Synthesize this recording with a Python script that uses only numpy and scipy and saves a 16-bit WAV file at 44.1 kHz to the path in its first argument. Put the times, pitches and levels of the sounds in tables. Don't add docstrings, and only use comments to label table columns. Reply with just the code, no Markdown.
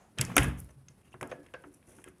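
import sys
import numpy as np
from scipy import signal
from scipy.fft import rfft, irfft, next_fast_len
from scipy.io import wavfile
from scipy.ndimage import map_coordinates

SR = 44100
rng = np.random.default_rng(int(sys.argv[2]) if len(sys.argv) > 2 else 0)


def wrap_up_sound(samples):
    columns = np.atleast_2d(samples).T
    tamed = np.clip(columns, -1, 1)
    steps = np.round(tamed * 32767).astype(np.int16)
    wavfile.write(sys.argv[1], SR, steps)


def invert_db(level):
    return 10 ** (np.asarray(level, dtype=float) / 20)


N = 97020

# (frequency [Hz], density [dB per Hz])
INDOOR_AIR = [(25, -32), (55, -13), (220, -15), (650, -27.5), (1300, -31), (7000, -47), (10000, -34),
              (15500, -46.5)]
OUTDOOR_AIR = [(150, -8.5), (340, -12.5), (780, 0.5), (1000, -6), (5400, -28.5), (6800, -19.5), (8300, -28),
               (15000, -35.5)]
# (frequency [Hz], t60 [s])
HALL_DECAY = [(100, 0.5), (500, 0.41), (2500, 0.15), (10000, 0.23)]
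# (start [s], length [s], centre [Hz], level [dB])
CREAKS = [(0.175, 0.019, 4200, -58), (0.202, 0.014, 6900, -49.5), (.352, 0.029, 6300, -48),
          (.582, 0.031, 12350, -57.5), (0.895, 0.034, 6180, -80), (1.03, 0.01, 2690, -77),
          (1.043, 0.019, 2770, -72.5), (1.072, 0.021, 2680, -73), (1.106, 0.02, 6300, -82.5),
          (1.126, 0.0149, 2810, -63), (1.888, 0.051, 3270, -80), (1.951, 0.085, 2600, -78.5),
          (1.876, .05, 13000, -81)]
# (start [s], length [s], hiss level [dB], scrape level [dB])
RUBS = [(0.165, 0.089, -88, -47.5), (0.249, 0.24, -89, -50), (0.43, 0.02, -44, -49),
        (0.569, 0.037, -61, -69), (0.683, 0.042, -76, -64.5), (1.027, 0.073, -79, -71.5),
        (1.11, 0.06, -77, -85), (1.285, 0.058, -78, -56), (1.427, 0.055, -79.5, -67),
        (1.525, 0.32, -84, -75), (1.736, 0.014, -67.5, -79), (1.858, 0.095, -66, -67.5),
        (1.925, 0.12, -69, -67), (2.052, 0.054, -71.5, -63.5)]
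# (frequency [Hz], density [dB per Hz])
RUB_HISS = [(4800, -17.5), (6100, -2.5), (7600, -6.5), (10000, 5.5), (12500, -5), (15500, -20)]
RUB_SCRAPE = [(300, 7), (900, -3), (2600, -7), (3500, -17.5), (4500, -24)]
# (time [s], strength [dB], favoured frequency [Hz], share of free ring time [ratio])
THUMPS = [(.194, -30, 136, 0.81), (0.21, -38.5, 306, .5), (.25, -27, 148, 0.12), (0.295, -40, 169.5, 1.8),
          (.367, -15.5, 344, 0.44), (0.393, -23, 64, 0.78), (0.401, -22.5, 164.2, 1.1),
          (0.433, -26.5, 109, 0.9), (.462, -33, 199.4, 1.2), (.485, -31.5, 69.3, .7),
          (0.616, -37, 80.36, 0.5), (0.761, -54, 134, 1.57), (.9, -55.5, 135.5, 0.75),
          (1.142, -45.5, 356, 0.55), (1.143, -52.5, 143, .7), (1.219, -44, 115, 0.52),
          (1.213, -40, 515, 0.97), (1.229, -37.5, 241, 0.72), (1.317, -30.5, 538, 0.3),
          (1.331, -46, 200, 0.77), (1.38, -56, 300, 1.06), (1.541, -37, 526, 0.27),
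          (1.541, -54, 110.2, 0.43), (1.641, -41, 450, 0.26), (1.661, -50, 295, 0.98),
          (1.882, -63.5, 484, 1.56), (1.97, -56.5, 301.5, 1), (2.063, -46.5, 360, 0.63),
          (2.079, -56, 79.5, 0.9), (2.085, -52, 204, 0.96)]
# (frequency [Hz], level [dB], t60 [s])
LEAF_MODES = [(51, -7, 0.2), (67.3, -0.5, 0.27), (92.2, -5, 0.31), (122, -8.5, 0.14), (131.94, -1, 0.24),
              (175.3, -6.5, 0.23), (244, -2.5, 0.18), (292.1, -1.5, 0.17), (367.2, 1, .15),
              (447, -2.5, 0.14), (519, 0, 0.17), (589.7, -3.5, 0.13), (674, -1.5, 0.2), (755, -16, 0.48)]
# (time [s], peak level [dB], centre [Hz], t60 [s])
KNOCKS = [(0.185, -19, 2680, 0.014), (0.1922, -23, 2000, 0.019), (.199, -42, 1800, 0.0089),
          (0.2119, -22, 2600, 0.025), (.2165, -30, 2000, 0.029), (0.226, -36.5, 2600, 0.013),
          (0.301, -35, 950, 0.033), (0.3667, -9, 1010, 0.021), (0.368, -7, 2000, 0.0088),
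          (0.3797, -9, 2130, 0.036), (.3855, -24, 1527, 0.044), (.4015, -25.5, 1700, 0.013),
          (0.4242, -16, 2092, 0.0081), (0.43, -29, 3000, .01), (0.443, -27, 2000, 0.025),
          (0.8836, -48.5, 2470, 0.024), (1.014, -59, 2444, 0.015), (1.1194, -56, 2832, 0.022),
          (1.141, -42.5, 1050, 0.078), (1.211, -27, 1280, 0.016), (1.2285, -23.5, 1050, 0.016),
          (1.3143, -35.5, 1710, 0.035), (1.321, -32.5, 1240, 0.034), (1.463, -49, 1907, 0.034),
          (1.485, -53, 2178, 0.013), (1.5378, -39, 1840, 0.055), (1.544, -34.5, 1447, 0.027),
          (1.638, -43, 1098, 0.075), (1.827, -54.5, 1932, 0.017), (1.986, -48.5, 900, 0.053),
          (2.041, -37.5, 1905, 0.0088), (2.077, -44.5, 1760, 0.033), (2.092, -61, 2600, 0.0081)]
# (frequency [Hz], level [dB], t60 [s])
KNOB_MODES = [(1050, -2, 0.081), (1525, -8.5, 0.24), (1652, -2.5, 0.29), (2000, 1, 0.013), (2108, -7, 0.21),
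              (2550, -7.5, 0.35), (3187, -4, 0.16)]
# (time [s], peak level [dB], centre [Hz], t60 [s])
TICKS = [(.1858, -18, 6900, 0.0042), (0.1905, -41, 9200, 0.0055), (.199, -46, 9000, 0.0046),
         (0.2112, -21, 5650, 0.024), (0.212, -10, 9860, 0.013), (.227, -35, 9130, 0.0071),
         (0.2503, -19, 7600, 0.0048), (0.3659, 3, 10870, 0.0048), (0.3796, -14, 7400, 0.021),
         (0.4318, -25, 9700, 0.014), (0.4364, -33, 11500, 0.0068), (0.484, -29.5, 8980, 0.0033),
         (0.6015, -27, 10800, 0.0077), (.645, -40, 10900, 0.0078), (.706, -54, 10950, 0.011),
         (0.8845, -39, 6120, 0.0028), (1.0156, -54.5, 9040, 0.0045), (1.2114, -38, 8400, 0.02),
         (1.219, -45, 9700, 0.017), (1.229, -28, 9160, 0.0048), (1.274, -38.5, 9600, 0.0063),
         (1.302, -52, 5760, 0.0093), (1.315, -42, 7500, .006), (1.432, -56.5, 6180, 0.0074),
         (1.466, -50.5, 7030, 0.0056), (1.5388, -47, 7120, 0.011), (1.622, -54, 10150, 0.01),
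         (1.673, -52, 9500, .004), (1.687, -52.5, 10100, 0.0036), (1.729, -49, 11070, 0.0078),
         (1.7713, -56, 10200, 0.007), (1.859, -57, 9800, 0.0085), (2.0413, -35.5, 9420, 0.0094),
         (2.078, -52, 6500, 0.0073), (2.0854, -41.5, 10000, 0.0082), (2.183, -52, 9420, 0.0065)]
# (time [s], frequency [Hz], level [dB], t60 [s])
SINGING_PARTS = [
    (.646, 12900, -69.5, 0.058),
    (0.708, 6110, -65.5, 0.024),
    (0.8854, 6350, -47.5, 0.017),
    (1.318, 6410, -60, 0.07),
    (1.325, 1682, -53, 0.47),
    (1.544, 1535, -49, 0.3),
    (1.544, 1610, -44.5, 0.18),
    (0.367, 6350, -20.5, 0.014),
    (1.875, 13800, -80.5, 0.49),
]
# (centre [Hz], width [Hz], level [dB])
STEEL_RESONANCES = [(4750, 300, 1), (5360, 330, -0.5), (6500, 2400, -6.5), (7993, 200, -9), (9800, 640, -3),
                    (10870, 2100, -1)]
# (frequency [Hz], gain [dB])
MIC_RESPONSE = [(18, -24.5), (45, 4), (3500, 1), (4400, 2), (5600, 4.5), (10000, 2), (13000, -4.5),
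                (15800, -11)]

RISE_S = 0.00044
TICK_OCTAVES, KNOCK_OCTAVES, LEAF_OCTAVES, CREAK_OCTAVES = 0.43, 0.65, 0.38, 0.15
HALL_DB = -8


def unit(x):
    return x / np.sqrt(np.mean(x ** 2) + 1e-20)


def along(points, hz):
    f, value = np.transpose(points)
    return np.interp(np.log(hz + 1), np.log(f + 1), value)


def filtered(x, response):
    size = next_fast_len(len(x) + 4096)
    spectrum = rfft(x, size) * response(np.fft.rfftfreq(size, 1 / SR))
    return irfft(spectrum, size)[:len(x)]


def noise(colour, size):
    return unit(filtered(rng.standard_normal(size), lambda hz: invert_db(along(colour, hz))))


def wobble(rate):
    knots = rng.standard_normal(int(N * rate / SR) + 4)
    return map_coordinates(knots, [np.arange(N) * rate / SR])


def add(track, s, x):
    part = track[round(s * SR):][:len(x)]
    part += x[:len(part)]


def bell(hz, centre_hz, octaves):
    return np.exp(-0.5 * (np.log2((hz + 1) / centre_hz) / octaves) ** 2)


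def stroke(length_s):
    return np.minimum(1, 2.5 * np.hanning(round(length_s * SR)))


def burst(centre_hz, octaves, t60, t):
    shape = invert_db(-60 * t / t60) * (1 - np.exp(-t / RISE_S))
    rough = shape * np.sign(rng.standard_normal(len(t)))
    crack = filtered(rough, lambda hz: bell(hz, centre_hz, octaves))
    return 0.5 * crack * np.linalg.norm(shape) / np.linalg.norm(crack)


def ring(modes, gains, t, rise_s, share, flutter_db):
    hz, db, t60 = np.transpose(modes)[..., None]
    chance = rng.standard_normal((len(modes), 2)) * [0.007, 2]
    tones = np.sin(2 * np.pi * hz * (1 + chance[:, :1]) * t)
    waves = tones * invert_db(db + chance[:, 1:] - 60 * t / (t60 * share))
    knots = rng.standard_normal((len(modes), 24))
    flutter = np.array([np.interp(t * 30, np.arange(24), row) for row in knots])
    waves *= invert_db(flutter_db * flutter)
    return gains(hz[:, 0]) @ waves * (1 - np.exp(-t / rise_s))


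def air():
    shut_s, closing_s = 0.15, 0.15
    gap = np.clip((shut_s - np.arange(N) / SR) / closing_s, 0, 1)
    indoors = invert_db(-67.5 + 0.45 * wobble(3.8) + 2.0 * wobble(55)) * noise(INDOOR_AIR, N)
    return indoors + gap * invert_db(-63.5) * noise(OUTDOOR_AIR, N)


def hall(x):
    hz, t, z = signal.stft(rng.standard_normal(SR // 2), SR, nperseg=256)
    decay = invert_db(-60 * t / along(HALL_DECAY, hz)[:, None])
    tail = signal.istft(z * decay, SR, nperseg=256)[1]
    delayed = np.pad(x, (130, 0))
    return signal.fftconvolve(delayed, tail / np.linalg.norm(tail))[:N]


def creaking():
    out = np.zeros(N)
    for s, length_s, hz, db in CREAKS:
        swell = stroke(length_s)
        chafe = filtered(rng.standard_normal(SR // 5), lambda f: bell(f, hz, CREAK_OCTAVES))
        add(out, s, invert_db(db) * swell * unit(chafe)[:len(swell)])
    return out


def grit():
    return invert_db(3.5 * np.clip(wobble(220), -3, 1.5) + 1.5 * wobble(31))


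def rubbing():
    hiss, scrape = np.zeros(N), np.zeros(N)
    for s, length_s, hiss_db, scrape_db in RUBS:
        add(hiss, s, invert_db(hiss_db) * stroke(length_s))
        add(scrape, s, invert_db(scrape_db) * stroke(length_s))
    return hiss * grit() * noise(RUB_HISS, N) + scrape * grit() * noise(RUB_SCRAPE, N)


def leaf():
    out, t = np.zeros(N), np.arange(SR // 2) / SR
    for s, db, hz, share in THUMPS:
        boom = ring(LEAF_MODES, lambda f: bell(f, hz, LEAF_OCTAVES), t, 0.0037, share, flutter_db=3)
        add(out, s, invert_db(db) * boom)
    return out


def knob():
    out, t = np.zeros(N), np.arange(SR // 4) / SR
    for s, db, hz, t60 in KNOCKS:
        snap = burst(2600, KNOCK_OCTAVES, 0.0065, t)
        thud = burst(hz, KNOCK_OCTAVES, t60, t)
        shell = ring(KNOB_MODES, lambda f: bell(f, hz, KNOCK_OCTAVES), t, RISE_S, 0.84, flutter_db=4)
        echo = burst(0.63 * hz, 1, 0.4, t)
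        add(out, s, invert_db(db) * (snap + thud + invert_db(-24) * shell + invert_db(-21.5) * echo))
    case_top_hz = 3621
    return filtered(out, lambda f: 1 / np.sqrt(1 + (f / case_top_hz) ** 20))


def steel():
    out, t = np.zeros(N), np.arange(SR // 4) / SR
    for s, db, hz, t60 in TICKS:
        tick = burst(hz, TICK_OCTAVES, t60, t)
        echo = burst(hz, TICK_OCTAVES * 2, 0.3, t)
        rattle = burst(hz, TICK_OCTAVES, 0.04, t)
        add(out, s, invert_db(db) * (tick + invert_db(-33) * echo + invert_db(-27) * rattle))
    for s, hz, db, t60 in SINGING_PARTS:
        drift = np.cumsum(rng.normal(0, 0.06, len(t)))
        add(out, s, invert_db(db - 60 * t / t60) * np.sin(2 * np.pi * hz * t + drift))

    def resonances(f):
        peaks = sum(invert_db(db) / (1 + 2j * (f - centre) / width) for centre, width, db in STEEL_RESONANCES)
        return invert_db(-8) + peaks

    return filtered(out, resonances)


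def scene():
    mix = air()
    for part in (rubbing() + creaking(), leaf()):
        mix = mix + part + invert_db(HALL_DB) * hall(part)
    return (mix + knob() + steel())[None]


def roll_off(x):
    return signal.sosfilt(signal.butter(12, 17010, fs=SR, output="sos"), x)


def record(dry):
    top_hz = 16200
    coloured = filtered(dry[0], lambda hz: invert_db(along(MIC_RESPONSE, hz)) / (1 + (hz / top_hz) ** 60))
    return roll_off(coloured[None])


dry = scene()
out = record(dry)
wrap_up_sound(out)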